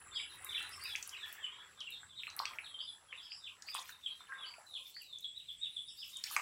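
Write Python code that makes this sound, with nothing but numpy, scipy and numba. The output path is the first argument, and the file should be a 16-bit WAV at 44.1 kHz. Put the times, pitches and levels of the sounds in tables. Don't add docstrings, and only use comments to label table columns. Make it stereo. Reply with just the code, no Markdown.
import sys
import numpy as np
from scipy import signal
from scipy.io import wavfile
from scipy.ndimage import uniform_filter1d
from numba import njit

SR = 44100
rng = np.random.default_rng(int(sys.argv[2]) if len(sys.argv) > 2 else 0)


def put_to_file(sound):
    columns = np.atleast_2d(sound).T
    safe = np.clip(columns, -1, 1)
    whole_steps = np.round(safe * 32767)
    wavfile.write(sys.argv[1], SR, whole_steps.astype(np.int16))


N = 282681
T = np.arange(N) / SR
PORT_LAG = 6
DUCK_PAN_DB = -2


def undb(db):
    return 10 ** (np.asarray(db) / 20)


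def level(x, db):
    return x * undb(db) / np.sqrt(np.mean(x ** 2))


def curve(table):
    s, *columns = np.transpose(table)
    return [np.interp(T, s, c) for c in columns]


def band(x, lo_hz, hi_hz, order=2):
    edges = [lo_hz, min(hi_hz, .45 * SR)]
    return signal.sosfilt(signal.butter(order, edges, "band", fs=SR, output="sos"), x)


def walk(rate):
    k = int(SR / rate)
    held = np.repeat(rng.standard_normal(N // k + 1), k)
    return uniform_filter1d(held, k)[:N]


def fade(t, t60):
    return np.exp(-np.log(1000) * t / t60)


def add(out, s, x):
    i = int(s * SR)
    out[i:i + len(x)] += x[:N - i]


@njit
def grains(start, hz, cycles, size, glide, count):
    out = np.zeros(count)
    for k in range(len(start)):
        n, phase = int(3 * cycles[k] / hz[k] * SR), 0.
        for i in range(min(n, count - start[k])):
            phase += 2 * np.pi * hz[k] * (1 + glide * i / n) / SR
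            swell = np.sin(np.pi / 2 * min(1., i * hz[k] / SR / 3)) ** 2
            out[start[k] + i] += size[k] * np.sin(phase) * np.exp(-7 * i / n) * swell
    return out


def place(x, pan_db, wet_db, t60, rise_s, lag=0):
    t, wet = np.arange(int(.35 * SR)) / SR, 0
    for share in (np.cos, np.sin):
        spikes = np.prod(rng.standard_normal((2, 2, len(t))), axis=0)
        echo = spikes * fade(t, t60) * np.minimum(t / rise_s, 1)
        echo[1] = band(echo[0], 17.0, 760, order=1) + band(echo[1], 710, 20000, order=1)
        echo /= np.sqrt(np.sum(echo ** 2, axis=1))[:, None]
        turned = x * share(2 * np.pi * 3 * T)
        wet = wet + signal.oaconvolve(turned[None], echo, axes=1)[:, :N]
    direct = np.array([np.roll(x, lag), x])
    balance = undb(np.reshape([pan_db, -pan_db], (2, -1)) / 2)
    return (direct + undb(wet_db) * wet) * balance


# [t/s, slosh level/dB, spray level/dB], levels relative
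STIRRED_WATER = [(0, -65, -76.5), (.25, -69, -81), (.62, -58.5, -68), (1., -64, -64.5), (1.55, -66, -78.5),
                 (1.72, -70.5, -86), (2.15, -77, -83), (2.42, -61, -56), (2.6, -68, -68), (2.95, -73, -95),
                 (3.58, -77.5, -77), (3.78, -66, -67), (4.08, -79.5, -68.5), (4.4, -61.5, -76),
                 (4.95, -82.5, -69.5), (5.6, -100, -84.5), (6.14, -77.5, -70.5), (6.41, -57.5, -63)]
# [t/s, typical f/Hz]
BUBBLE_PITCH = [(0, 1377), (.7, 1610), (1.4, 1594), (2.9, 1145), (4.4, 1450), (4.8, 834), (6.41, 1355)]


def slosh():
    slosh_db, spray_db = curve(STIRRED_WATER)
    when, size = rng.random((7000, 2)).T
    start = (when * N).astype(int)
    hz = curve(BUBBLE_PITCH)[0][start] * np.exp(0.333 * rng.standard_normal(len(when)))
    loud = hz * undb(np.minimum(-3.5 * np.log(size), 13.))
    bubbles = grains(start, hz, np.full(len(hz), 6.55), loud, 0.27, N)

    when, pitch, size = rng.random((20000, 3)).T
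    drop_db = np.minimum(-3.8 * np.log(size), 21.) + 9. * pitch
    drop_hz = 2500 * 6.6 ** pitch
    spray = grains((when * N).astype(int), drop_hz, np.full(len(pitch), 2.5), undb(drop_db), 0., N)

    wavelets = level(band(rng.standard_normal(N), 297, 790), -19.)
    water = level(bubbles, 2.5) + wavelets
    wash = water * undb(slosh_db + 2.2 * walk(12))
    wash = wash + level(spray, 1.7) * undb(spray_db + 7.4 * walk(14))
    return place(wash, DUCK_PAN_DB, wet_db=1.0, t60=0.088, rise_s=0.00078, lag=PORT_LAG // 2)


# [t/s, level/dB]
LOW_CICADAS = [(0, -63.5), (3, -70), (6.41, -70)]
HIGH_CICADAS = [(0, -61), (1.15, -81), (1.6, -71.5), (2.1, -86), (2.85, -64), (3.6, -79), (4.4, -66.5),
                (5.3, -79), (6.41, -71)]


def cicadas():
    out = np.zeros((2, N))
    for table, hz, sway_hz, width_hz in [(LOW_CICADAS, 7740, 150, 380), (HIGH_CICADAS, 10290, 60, 330)]:
        phase = 2 * np.pi * np.cumsum(hz - sway_hz * np.cos(2 * np.pi * T / 1.6)) / SR
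        lowpass = signal.butter(4, width_hz, fs=SR, output="sos")
        for side in out:
            swing = signal.sosfilt(lowpass, rng.standard_normal((2, N)))
            chorus = swing[0] * np.cos(phase) + swing[1] * np.sin(phase)
            side += level(chorus, 0) * undb(curve(table)[0] + 5.2 * walk(19))
    return out


# [t/s, rumble level/dB, whine level/dB]
ENGINE = [(0, -74.5, -81.5), (.8, -71, -80), (1.5, -82.5, -85), (2.4, -73, -95.5), (3.3, -87, -93.5),
          (6.41, -83, -95)]


def engine():
    rumble_db, whine_db = curve(ENGINE)
    whine = np.sqrt(2) * np.sin(2 * np.pi * 393 * T) * undb(whine_db + 2.2 * walk(16))
    rumble = level(band(rng.standard_normal(N), 73.8, 99, order=1), 0) * undb(rumble_db)
    return rumble + whine


# [f/Hz, relative level/dB per Hz]
AIR_BALANCE = [(25, -10.5), (87, -3.5), (2000, -27), (3430, -1.5), (4490, -17), (7710, -14.5), (10400, -42),
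               (16000, -50)]
AIR_DB = -69


def air():
    out, swell, (f, density_db) = 0, walk(0.86), np.transpose(AIR_BALANCE)
    for hz in 30 * 2 ** np.arange(0, 9.1, .5):
        mid, side = band(rng.standard_normal((2, N)), hz / 1.19, hz * 1.19, order=1)
        db = np.interp(np.log(hz), np.log(f), density_db) + 1.1 * swell + 5.6 * walk(2.026)
        width = np.clip(hz / 1200, .2, 1)
        out = out + undb(db) * (mid + width * side * np.array([[1], [-1]]))
    return level(out, AIR_DB)


FALL_BEND = 1.6


def note(out, s, length, hz, knee, peak, db, warble):
    u = np.linspace(0, 1, int(length * SR))
    late = np.maximum(u - knee, 0) / (1 - knee)
    bent = np.minimum(u, knee) + (1 - knee) * late ** FALL_BEND
    wobble = uniform_filter1d(np.repeat(rng.standard_normal(60), 150), size=150)[:len(u)]
    glide = uniform_filter1d(np.interp(bent, [0, knee, 1], hz), size=300)
    pitch = glide * (1 + warble * wobble)
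    swell = np.interp(u, [0, peak, 1], [0, 1, 0])
    shape = .45 * np.sqrt(swell) + swell ** 3
    add(out, s, 2 * undb(db) * shape * np.sin(2 * np.pi * np.cumsum(pitch) / SR))


# [t/s, length/s, knee f/Hz, end f/Hz, relative level/dB]
FALLING_CHIRPS = [(0.109, 0.094, 3320, 2070, -42.5), (0.167, 0.08, 3363, 2284, -48.5),
                  (0.443, 0.11, 3500, 2020, -47), (0.496, 0.097, 3434, 2164, -46),
                  (0.837, .11, 3505, 3050, -44), (0.841, 0.031, 2576, 2210, -47.5),
                  (1.097, 0.064, 2990, 1860, -52.5), (1.16, 0.11, 3546, 2190, -50),
                  (1.358, 0.12, 3186, 2150, -50.5), (1.481, 0.087, 3240, 2640, -56.5),
                  (1.538, 0.086, 3470, 3100, -59), (0.65, 0.062, 3700, 3120, -66),
                  (1.762, 0.065, 3360, 2280, -49.5), (1.835, 0.056, 3000, 2160, -50),
                  (1.889, 0.075, 3666, 3080, -49), (2.052, 0.083, 3534, 3050, -55),
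                  (2.147, 0.065, 3613, 2200, -47), (2.433, 0.054, 3380, 3000, -53),
                  (2.614, 0.065, 3760, 2400, -53), (2.665, .12, 3210, 3050, -52.5),
                  (2.775, 0.042, 3290, 2610, -49), (2.847, 0.055, 3540, 3040, -50.5),
                  (3.077, 0.07, 3080, 2080, -55), (3.136, 0.087, 3494, 2640, -53),
                  (3.217, 0.073, 3300, 2260, -55.5), (3.398, 0.092, 3496, 1900, -51),
                  (3.713, 0.058, 3390, 2510, -46.5), (3.868, 0.072, 3950, 3180, -61),
                  (4.012, 0.073, 3350, 2250, -50), (4.078, 0.064, 3897, 3600, -60),
                  (4.164, .06, 3640, 3190, -60), (4.341, .13, 3380, 2430, -50.5),
                  (4.665, 0.12, 3638, 2390, -49.5), (4.98, 0.05, 2980, 2370, -55.5),
                  (5.031, .14, 3667, 3110, -51), (5.212, 0.045, 3580, 2830, -49),
                  (5.42, 0.091, 3660, 2730, -53.5), (5.694, 0.097, 3647, 2940, -51.5),
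                  (5.958, 0.091, 3515, 2050, -50.5), (6.258, 0.035, 3330, 2980, -54)]
# [t/s, top f/Hz, relative level/dB]
ARCHED_CHIRPS = [(0.253, 4090, -58.5), (0.575, 4110, -52), (0.826, 4120, -51), (2.229, 4235, -59.5),
                 (4.797, 3770, -59), (5.317, 3910, -49.5), (5.574, 3854, -47), (5.821, 3845, -49.5),
                 (6.09, 3810, -50.5)]
# [t/s, left minus right level/dB]
BIRD_PAN = [(0, -6.5), (3., -7), (6.41, -5.5)]
CHIRP_START = 1.1
CHIRP_KNEE, CHIRP_PEAK = .6, 0.78
UPPER_VOICE, UPPER_VOICE_DB = 1.12, -11.5
ARCH_S, ARCH_TOP = 0.1, 0.46


def chirps():
    falls = np.zeros(N)
    for s, length, knee_hz, end_hz, db in FALLING_CHIRPS:
        lower = [CHIRP_START * knee_hz, knee_hz, end_hz]
        upper = UPPER_VOICE * np.array([knee_hz, knee_hz, end_hz])
        note(falls, s, length, lower, CHIRP_KNEE, CHIRP_PEAK, db, 0.0097)
        note(falls, s, length, upper, CHIRP_KNEE, CHIRP_KNEE, db + UPPER_VOICE_DB, 0.017)
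    for s, top_hz, db in ARCHED_CHIRPS:
        note(falls, s, ARCH_S, top_hz * np.array([.83, 0.99, .64]), ARCH_TOP, 0.62, db, 0.01)
    falls = falls * undb(6.5 * walk(200))
    repeats = sum(undb(db) * np.roll(falls, int(s * SR)) for s, db in [(.024, -9), (.049, -11)])
    pan_db = curve(BIRD_PAN)[0]
    return place(falls + repeats, pan_db, wet_db=-3.5, t60=0.2, rise_s=0.005, lag=PORT_LAG)


# [t/s, length/s, held f/Hz, relative level/dB]
RISING_WHISTLES = [(0.12, 0.071, 4930, -51.5), (0.693, 0.087, 5470, -56.5), (0.78, 0.12, 5110, -50),
                   (1.225, 0.034, 1890, -51), (1.375, 0.026, 1870, -54.5), (2.775, 0.092, 5000, -57),
                   (3.206, 0.065, 5315, -58.5), (3.285, 0.072, 5230, -50), (3.644, 0.085, 5020, -49.5),
                   (4.435, 0.07, 4835, -52), (4.918, 0.081, 4780, -51), (5.865, 0.057, 5530, -58.5),
                   (5.96, 0.077, 5250, -52)]
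WHISTLE_KNEE = .62


def whistles():
    rises = np.zeros(N)
    for s, length, held_hz, db in RISING_WHISTLES:
        note(rises, s, length, held_hz * np.array([.82, 1., 1.02]), WHISTLE_KNEE, 0.43, db, 0.0245)
    rises = rises * undb(0.63 * walk(300))
    return place(rises, -0.11, wet_db=0.68, t60=0.29, rise_s=0.016, lag=PORT_LAG)


# [start t/s, end t/s, level/dB before fades and echoes]
CRICKET_SONGS = [(0.307, 1.022, -63.5), (5.618, 6, -69)]


def cricket():
    tone = np.sin(2 * np.pi * 9683 * T) * undb(0.83 * walk(60))
    rasp = level(band(rng.standard_normal(N), 9260, 9620), -1.2)
    beat = np.cos(2 * np.pi * np.cumsum(58.0 + 8.34 * walk(24)) / SR)
    throb = (1 + 0.61 * beat) * (tone + rasp) * undb(3.3 * walk(120))
    out = np.zeros((2, N))
    for start, end, db in CRICKET_SONGS:
        gate = np.clip(np.minimum(T - start, end - T) / 0.1, 0, 1)
        out += place(level(throb, db) * gate, -0.62, wet_db=0., t60=0.38, rise_s=0.0014)
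    return out


# [t/s, peak level/dB before echoes, centre f/Hz]
BILL_TICKS = [(0.446, -32.5, 11400), (0.6274, -39, 8400), (0.693, -41, 11100), (0.838, -40, 11700),
              (0.9594, -32.5, 5840), (1.0272, -31, 6030), (1.0755, -35.5, 10800), (1.0932, -35, 6440),
              (1.327, -29.5, 16200), (1.8054, -36, 4680), (1.905, -42, 12500), (2.301, -38, 5260),
              (2.365, -34, 12050), (2.3914, -25, 4500), (2.455, -28, 5140), (3.6223, -37.5, 5850),
              (5.019, -43.5, 14500), (5.186, -42.5, 6640), (5.207, -48, 13400), (6.17, -38.5, 8000),
              (6.2391, -25, 5330), (6.3014, -36.5, 5200), (6.3652, -24, 6700)]


def ticks():
    out, t = np.zeros(N), np.arange(300) / SR
    for s, db, hz in BILL_TICKS:
        burst = rng.standard_normal(len(t)) * t * np.exp(-t / 0.00074)
        burst = band(burst, 0.79 * hz, 1.166 * hz)
        add(out, s - .0005, undb(db) * burst / np.abs(burst).max())
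    return out


# [t/s, relative level/dB, f/Hz]
BUBBLE_PLOPS = [(0.954, -28.5, 2450), (2.033, -44, 1580), (2.235, -35.5, 2570), (2.27, -35, 2550),
                (2.402, -25, 1070), (2.28, -42, 1240), (2.423, -41, 1100), (2.455, -32, 2500),
                (2.587, -31.5, 2410), (3.128, -36.5, 2240), (3.32, -40, 2820), (3.687, -39.5, 2470),
                (3.751, -30, 1104), (3.791, -36.5, 1000), (3.894, -41, 1600), (4.208, -45.5, 1200),
                (4.585, -43.5, 720), (6.312, -40.5, 1130), (4.323, -32.5, 1630), (4.54, -45.5, 2480),
                (4.967, -44.5, 1900), (6.365, -23, 2250), (6.367, -23.5, 1180)]


def plops():
    s, db, hz = np.transpose(BUBBLE_PLOPS)
    start = (s * SR - 2 * SR / hz).astype(int)
    return grains(start, hz, 1.14 + hz / 900, 7.46 * undb(db), 0.033, N)


def dabbling():
    return place(ticks() + plops(), DUCK_PAN_DB, wet_db=-1.0, t60=0.22, rise_s=0.001)


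# [t/s, relative level/dB]
WATER_SHEETS = [(3.661, -53.5), (3.74, -43.5), (6.233, -47)]
SPLASH_RISE_S, SPLASH_T60_S = 0.0036, 0.37
SPLASH_HZ = (1690, 14050)


def splashes():
    size = sum(undb(db) * np.clip((T - s) / SPLASH_RISE_S, 0, 1) * fade(np.abs(T - s), SPLASH_T60_S)
               for s, db in WATER_SHEETS)
    when, pitch, big = rng.random((6000, 3)).T
    lo, hi = SPLASH_HZ
    hz = lo * (hi / lo) ** pitch
    loud = undb(np.minimum(-4.5 * np.log(big), 18.))
    drops = grains((when * N).astype(int), hz, np.full(len(hz), 4.5), loud, 0.69, N)
    return place(size * level(drops, 0), -1.0, wet_db=1.0, t60=0.047, rise_s=0.0038, lag=PORT_LAG)


QUACK_S, QUACK_HZ, QUACK_T60_S, QUACK_DB = 4.285, 267, 0.73, -58.5
QUACK_HOLD_S, QUACK_SAG_PER_S = .14, 1.0


def quack():
    t = np.maximum(T - QUACK_S, 0)
    hz = QUACK_HZ * np.exp(-QUACK_SAG_PER_S * np.maximum(t - QUACK_HOLD_S, 0))
    phase = 2 * np.pi * np.cumsum(hz) / SR
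    tone = sum(np.sin(k * phase) * undb(db + (4.0 + 8 * t) * walk(70).clip(-2, 1))
               for k, db in [(4, 4.5), (5, 4.0), (6, 9.0)])
    murmur = undb(QUACK_DB) * tone * np.minimum(t / 0.019, 1) * fade(t, QUACK_T60_S)
    return place(murmur, -1.1, wet_db=2.1, t60=0.23, rise_s=0.0025)


def scene():
    background = cicadas() + engine() + air()
    animals = chirps() + whistles() + cricket() + quack()
    return slosh() + background + animals + dabbling() + splashes()


def record(dry):
    return signal.sosfilt(signal.ellip(10, .2, 60, 15800, fs=SR, output="sos"), dry)


dry = scene()
out = record(dry)
put_to_file(out)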